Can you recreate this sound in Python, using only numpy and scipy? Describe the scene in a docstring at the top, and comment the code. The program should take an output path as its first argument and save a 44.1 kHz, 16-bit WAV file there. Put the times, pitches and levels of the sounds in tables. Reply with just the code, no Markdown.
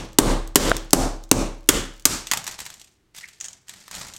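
"""A claw hammer strikes a plastic case on a wooden workbench six times, close by, in a small workshop.
Each impact fractures the shell and excites the damped modes of panel and bench. It overloads a limiter,
and the reverberation swells as the gain recovers. An earlier blow is dying away at the start.
The case then skids and clatters, loose parts jingle, and a hand drags it back and picks it up:
friction gives the scrape and the squeak, brief contacts give the knocks."""
import sys
import numpy as np
from scipy import signal
from scipy.fft import rfft, irfft
from scipy.io import wavfile

SR = 44100
rng = np.random.default_rng(int(sys.argv[2]) if len(sys.argv) > 2 else 0)


def unload_audio(sound):
    """Save the sound as a 16-bit wav file, at the path given as the first command line argument."""
    columns = np.transpose(np.atleast_2d(sound))
    # keep every value between -1 and 1, then stretch to whole-number steps
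    steps = np.round(np.clip(columns, -1, 1) * 32767)
    wavfile.write(sys.argv[1], SR, steps.astype(np.int16))


N = 184639
LEAD = round(0.25 * SR)   # samples before time zero, room for the earlier blow
TIME = np.arange(-LEAD, N) / SR
SIZE = len(TIME)
AGE = np.arange(SR) / SR   # seconds since an impact


def from_db(db):
    """Amplitude ratio of a level in decibels."""
    return 10 ** (np.asarray(db) / 20)


def unit_rms(x):
    """Normalisation to unit mean power."""
    return x / np.sqrt(np.mean(x ** 2) + 1e-20)


def at_hz(table, hz):
    """Interpolation along a logarithmic frequency axis."""
    frequencies, values = np.transpose(table)
    return np.interp(np.log(hz + 1e-9), np.log(frequencies), values)


def decay(t60_s):
    """One second of exponential damping, 60 dB down after t60_s."""
    return from_db(-60 * AGE / t60_s)


def add(track, start_s, sound):
    """Superposition of a sound on the track."""
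    start = max(round(start_s * SR) + LEAD, 0)
    track[start:start + len(sound)] += sound[:len(track) - start]


def noise(spectrum, size=SIZE):
    """Spectrally shaped noise of unit rms, rolling off outside the table."""
    hz = np.fft.rfftfreq(size, 1 / SR) + 0.0013
    low_hz, high_hz = spectrum[0][0] / 2, spectrum[-1][0] * 2
    skirts = 1 / np.sqrt((1 + (low_hz / hz) ** 4) * (1 + (hz / high_hz) ** 4))
    white = rfft(rng.standard_normal(size))
    return unit_rms(irfft(white * from_db(at_hz(spectrum, hz)) * skirts, size))


def burst(spectrum, t60_s, hold_s=0):
    """Modal overlap: crowded modes merge into noise, driven for hold_s and then decaying freely."""
    size = SR // 5
    envelope = np.minimum(decay(t60_s)[:size] / from_db(-60 * hold_s / t60_s), 1)
    return noise(spectrum, size) * envelope


def ring(modes, scatter_db=0):
    """Free vibration: a sum of damped sines, their strengths scattered as by the point of impact."""
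    return sum(from_db(db + scatter_db * rng.standard_normal())
               * np.sin(2 * np.pi * hz * AGE) * decay(t60_s) for hz, db, t60_s in modes)


def impact_envelope(impulses, t60_s):
    """Incoherent addition: the energies of small impacts sum and decay exponentially."""
    power = signal.lfilter([1], [1, -decay(t60_s)[1] ** 2], impulses ** 2 + 1e-18)
    return np.sqrt(power)


# Background spectrum: frequency_hz, density_db
HUSH_SPECTRUM = [(40, 5), (120, 2), (200, -4), (380, -2), (550, -15.5), (1900, -16.5), (3000, -19),
                 (7500, -25), (11000, -30), (16000, -33)]

def hush(level_db=-65.5):
    """Stationary ambient noise, strongest in the bass."""
    return from_db(level_db) * noise(HUSH_SPECTRUM)


# Reverberation strength: frequency_hz, gain_db
REVERB_GAIN = [(60, 2.5), (130, -2), (260, -12.5), (400, -11), (560, -3), (1200, -10), (3000, -11),
               (7500, -12.5), (11000, -17), (16000, -17)]
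# Reverberation time: frequency_hz, t60_s
REVERB_TIME = [(60, 0.26), (300, 0.35), (1200, 0.46), (4000, 0.43), (8000, 0.34), (15000, .27)]

def reverberation(x, build_s=0.0016):
    """Diffuse field: the room stores each band's energy and returns it as decaying noise."""
    edges_hz = np.linspace(np.cbrt(50), np.cbrt(17000), 20) ** 3
    white = rng.standard_normal((2, len(x)))
    field = 0
    for k, (low, high) in enumerate(zip(edges_hz, edges_hz[1:])):
        hz = np.sqrt(low * high)
        bandpass = signal.butter(3, [low, high], "band", fs=SR, output="sos")
        band, diffuse = signal.sosfilt(bandpass, [x, white[k % 2]])
        energy = band ** 2
        build_pole = np.exp(-1 / (build_s * SR))
        decay_pole = decay(at_hz(REVERB_TIME, hz))[1] ** 2
        for pole in (build_pole, decay_pole):
            energy = signal.lfilter([1 - pole], [1, -pole], energy)
        field += from_db(at_hz(REVERB_GAIN, hz)) * np.sqrt(energy) * unit_rms(diffuse)
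    return field


# Nearby wall and shelves: delay_s, gain_db
REFLECTIONS = [(.007, -18), (0.0103, -19.5), (0.0146, -18.5)]

def early_reflections(x):
    """Specular reflection: the nearest surfaces return delayed, weaker copies."""
    return sum(from_db(db) * np.pad(x, (round(delay_s * SR), 0))[:len(x)] for delay_s, db in REFLECTIONS)


# Resonance of the stand: frequency_hz, level_db, t60_s
STAND_MODES = [(33.7, -2, 0.71)]

def stand_shake(lag_s=0.023):
    """Structure-borne sound: each blow travels through the bench and rocks a camera stand."""
    out = np.zeros(SIZE)
    for start_s, _, _, _, shake_db, _, _ in HAMMER_BLOWS:
        add(out, start_s + lag_s, from_db(shake_db) * ring(STAND_MODES))
    return out


# Resonances of the pop: frequency_hz, level_db, t60_s
POP_MODES = [(250.7, -28.5, 0.013), (680, -2, 0.017), (1240, -11, .008), (1490, 4, 0.0084)]

def pop(start_s=0.7161, cutoff_hz=2300):
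    """Heavily damped modes give one dull pop, too close to stir the room."""
    out = np.zeros(SIZE)
    lowpass = signal.butter(4, cutoff_hz, fs=SR, output="sos")
    add(out, start_s, -signal.sosfilt(lowpass, ring(POP_MODES)))
    return out


# Spectrum of the cracked edges: frequency_hz, density_db
EDGE_SPECTRUM = [(1000, -22), (3000, -2), (7000, 2), (12000, -8), (16000, -10.5)]

def creak(gain_db=-57, ticks_per_s=45, spread_db=4.5):
    """A Poisson process: until the last blow, the cracked shell crackles in the hand's grip."""
    gripped = TIME < HAMMER_BLOWS[-1][0]
    onsets = (rng.random(SIZE) < ticks_per_s / SR) * gripped
    strengths = from_db(spread_db * np.minimum(rng.exponential(1, SIZE), 3))
    return from_db(gain_db) * impact_envelope(onsets * strengths, t60_s=0.012) * noise(EDGE_SPECTRUM)


# Course of the squeak: time_s, pitch_hz, level_db
SQUEAK_PATH = [(3.216, 1676, -58), (3.227, 1847, -53), (3.242, 2166, -33.5), (3.252, 2120, -48),
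               (3.268, 2010, -69)]

def squeak(jitter_hz=190):
    """Stick-slip motion: a corner of the case grips unevenly and gives a rough, rising chirp."""
    time_s, pitch_hz, level_db = np.transpose(SQUEAK_PATH)
    lowpass = signal.butter(2, jitter_hz, fs=SR, output="sos")
    jitter = signal.sosfilt(lowpass, rng.standard_normal((2, SIZE)))
    phase = 2 * np.pi * np.cumsum(np.interp(TIME, time_s, pitch_hz)) / SR
    chirp = unit_rms(jitter[0] * np.sin(phase) + jitter[1] * np.cos(phase))
    return from_db(np.interp(TIME, time_s, level_db, left=-140, right=-140)) * chirp


# Skids and drags of the case: start_s, length_s, scrape_db, body_db, slowing_db_per_s
SKIDS = [(2.253, 0.045, -47.5, -62, 60), (2.318, 0.11, -40, -40, 110), (2.435, 0.12, -40.5, -45.5, 51),
         (2.576, 0.31, -46, -54.5, 51), (3.137, .25, -44, -57.5, 79), (3.395, .19, -49, -55, 79),
         (3.665, 0.24, -51, -60, 20), (3.911, 0.09, -38.5, -43.5, 48), (3.997, 0.16, -46, -48.5, 61)]

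def friction(attack_s=0.03, stop_db_per_s=134):
    """Sliding friction: scrape and body amplitudes follow the speed as the case starts, slows, stops."""
    amplitudes = 0
    for start_s, length_s, scrape_db, body_db, slowing_db_per_s in SKIDS:
        age = TIME - start_s
        slowing_db = slowing_db_per_s * np.maximum(age - attack_s, 0)
        stopping_db = stop_db_per_s * np.maximum(age - length_s, 0)
        speed = np.clip(age / attack_s, 0, 1) * from_db(-slowing_db - stopping_db)
        amplitudes += np.outer(from_db([scrape_db, body_db]), speed)
    return amplitudes


def rattle(taps_per_s=30, above_scrape_db=6):
    """Intermittent contact: the wobbling case taps its edges on the bench, harder at higher speed."""
    scrape, _ = friction()
    onsets = rng.random(SIZE) < taps_per_s / SR
    taps = onsets * from_db(rng.uniform(-2.8, 2, SIZE)) * scrape
    return from_db(above_scrape_db) * impact_envelope(taps, t60_s=0.014) * noise(EDGE_SPECTRUM)


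# Spectra of the scraping rim and the rubbed hollow body: frequency_hz, density_db
RIM_SPECTRUM = [(300, -15), (900, -28), (1300, -8), (1900, 5.5), (2800, 1), (4400, 4.5), (7200, 4.5),
                (8600, 2), (10000, -8), (13000, -9), (15500, -26)]
RUB_SPECTRUM = [(45, 6), (110, -3.5), (175, 9), (280, -5), (520, -5), (800, 0), (1050, -1.5), (1500, -0.5),
                (3000, -15)]

def slide(catches_per_s=450):
    """Roughness noise: the rim catches on the wood at random, and each catch excites the hollow case."""
    scrape, body = friction()
    catches = (rng.random(SIZE) < catches_per_s / SR) * rng.rayleigh(1, SIZE)
    roughness = unit_rms(impact_envelope(catches, t60_s=0.045))
    return roughness * (scrape * noise(RIM_SPECTRUM) + body * noise(RUB_SPECTRUM))


# The case knocking on bench and hammer head: start_s, level_db, body_relative_db
CASE_KNOCKS = [(2.270, -18, -20), (2.314, -5, -11.5), (2.319, -12, -9), (2.335, -9.5, -8),
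               (2.373, -12.5, -12), (2.442, -24, -15), (2.467, -20, -13.5), (2.477, -14.5, -15),
               (2.512, -22, -33), (2.59, -23.5, -11.5), (2.603, -19.5, -14.5), (2.653, -24.5, -23),
               (2.663, -21.5, -13), (2.702, -25.5, -18.5), (2.74, -29.5, -20), (2.797, -32, -28),
               (2.815, -30.5, -23), (2.844, -35, -32), (3.148, -36, -11), (3.166, -32, -14),
               (3.184, -26, -15), (3.286, -31.5, -18), (3.683, -30.5, -19), (3.694, -23.5, -21),
               (3.738, -35.5, -8.5), (3.88, -32.5, -8.5), (3.912, -26.5, -9), (3.951, -20.5, -23),
               (4.068, -33, -9), (4.083, -29, -25), (4.137, -25.5, -44), (4.164, -24.5, -40)]
# Ticks of the cracked shell and jingles of loose parts: start_s, level_db
EDGE_TICKS = [(0.131, -31), (0.475, -21.5), (0.696, -10), (0.7668, -7.5), (0.9072, -21), (1.238, -27.5),
              (1.997, -29)]
PART_JINGLES = [(3.402, -24), (3.41, -15.5), (3.443, -20), (3.4513, -20), (3.46, -26), (3.484, -21),
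                (3.531, -28.5)]
# Spectra of the struck shell, hollow body and loose parts: frequency_hz, density_db
SHELL_SPECTRUM = [(1200, -67), (2600, 4.5), (3500, 6), (4600, 1.5), (6600, 7.5), (8200, 6), (9800, -9),
                  (12000, 0.5), (15500, -22)]
BODY_SPECTRUM = [(50, -28), (190, 4), (300, -6), (520, -10), (700, -5.5), (950, 6), (1400, 2.5),
                 (1900, 8.5), (2700, -0.5), (5000, -2)]
PART_SPECTRUM = [(1000, -21), (1900, -12), (2400, -14), (2900, -7.5), (4500, -15), (5500, -10), (6650, 5),
                 (7200, -4), (8000, -4.5), (9200, -11), (10200, -33), (15500, -30)]

def clatter(shell_gain_db=-8, body_gain_db=5, tick_gain_db=-8, jingle_gain_db=-7):
    """Impulse excitation: light contacts briefly ring the case, its cracked edges and loose parts."""
    out = np.zeros(SIZE)
    for start_s, level_db, body_relative_db in CASE_KNOCKS:
        body_db = level_db + body_relative_db
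        add(out, start_s, from_db(level_db + shell_gain_db) * burst(SHELL_SPECTRUM, t60_s=0.03))
        add(out, start_s, from_db(body_db + body_gain_db) * burst(BODY_SPECTRUM, t60_s=0.02))
    for start_s, level_db in EDGE_TICKS:
        add(out, start_s, from_db(level_db + tick_gain_db) * burst(EDGE_SPECTRUM, t60_s=0.012))
    for start_s, level_db in PART_JINGLES:
        add(out, start_s, from_db(level_db + jingle_gain_db) * burst(PART_SPECTRUM, t60_s=0.026))
    return out


# Spectra of the fracture, midrange clack and bench frame: frequency_hz, density_db
CRACK_SPECTRUM = [(1000, -20), (2200, -7), (3300, -1), (4300, -5), (5500, -0.5), (8000, 1.5), (9800, -6),
                  (11500, -2.5), (15500, -15)]
CLACK_SPECTRUM = [(200, -10), (500, -4.5), (900, 1), (1600, 0.5), (2300, -8), (4000, -10.5)]
FRAME_SPECTRUM = [(55, -3), (80, -10), (165, -1), (260, -14.5), (500, -35.5)]
# Bench top: frequency_hz, level_db, t60_s
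BENCH_MODES = [(116, -9, 0.61), (185.6, -9, .43), (265, 0, 0.33), (301, 26, 0.029), (326, -10.5, 0.64),
               (389.6, 12.5, 0.059), (432, 0, 0.06), (562, -14, 0.51), (627, -24.5, 0.33),
               (855, 7.5, 0.022)]
# Panel of the case: pitch_ratio, level_db, t60_s
PANEL_MODES = [(1.002, 2.5, 0.023), (2.249, 1, .018)]
# Blows: start_s, force_db, thump_db, midrange_db, shake_db, crack_t60_s, pitch_hz
HAMMER_BLOWS = [(-.19, 2, -11, -1.5, -17.5, 0.0065, 810), (0.186, -1.5, -5.5, 2.5, -5, 0.025, 910),
                (0.5568, 0.5, -10, 2, -9, 0.042, 1335), (0.9314, -5, -8, 1.5, -10.5, 0.017, 840),
                (1.3139, -7, -6.5, -1, -13.5, 0.0092, 1150), (1.6890, -8, -10.5, 6.5, -19, 0.038, 1500),
                (2.0538, -5.5, -20.5, -4.5, -30, 0.029, 1220)]

def hammer(crack_db=10, clack_db=5, frame_db=-9, fracture_s=0.003, bench_lag_s=0.002572):
    """Impact and brittle fracture: the shell cracks, its panel rings, then the bench takes the load."""
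    out = np.zeros(SIZE)
    radiation = signal.butter(2, 150, "high", fs=SR, output="sos")   # a board radiates little bass
    for start_s, force_db, thump_db, midrange_db, _, crack_t60_s, pitch_hz in HAMMER_BLOWS:
        panel = ring([(pitch_hz * ratio, db, t60_s) for ratio, db, t60_s in PANEL_MODES])
        clack = from_db(clack_db) * burst(CLACK_SPECTRUM, t60_s=0.051)
        crack = from_db(crack_db) * burst(CRACK_SPECTRUM, crack_t60_s, hold_s=fracture_s)
        frame = from_db(frame_db) * burst(FRAME_SPECTRUM, t60_s=0.069)
        thump = -from_db(thump_db) * signal.sosfilt(radiation, ring(BENCH_MODES, scatter_db=1.5))
        add(out, start_s, from_db(force_db) * crack)
        for sound in (clack, panel):
            add(out, start_s + bench_lag_s / 2, from_db(force_db + midrange_db) * sound)
        for sound in (frame, thump):
            add(out, start_s + bench_lag_s, from_db(force_db) * sound)
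    return out


def scene():
    """Superposition of direct sound, room response and hush with the stand's shake and the pop."""
    direct = hammer() + creak() + clatter() + slide() + rattle() + squeak()
    airborne = direct + early_reflections(direct) + reverberation(direct) + hush()
    return (airborne + stand_shake() + pop())[None, LEAD:]


def limiter(x, attack_s=0.0015, release_db_per_s=185):
    """Automatic gain control: the gain dives after a peak above full scale and climbs back steadily."""
    excess_db = np.maximum(20 * np.log10(np.abs(x[0]) + 1e-9), 0)
    climb_db = release_db_per_s * np.arange(N) / SR
    held_db = np.maximum.accumulate(excess_db + climb_db) - climb_db
    pole = np.exp(-1 / (attack_s * SR))
    return x * from_db(-signal.lfilter([1 - pole], [1, -pole], held_db))


def record(dry, ceiling=0.95, cutoff_hz=16000):
    """Overload: each blow's onset outruns the limiter and clips; a low-pass cuts the highest treble."""
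    clipped = np.clip(limiter(dry), -ceiling, ceiling)
    lowpass = signal.ellip(10, 0.2, 80, cutoff_hz, fs=SR, output="sos")
    return signal.sosfilt(lowpass, clipped)


dry = scene()
out = record(dry)
unload_audio(out)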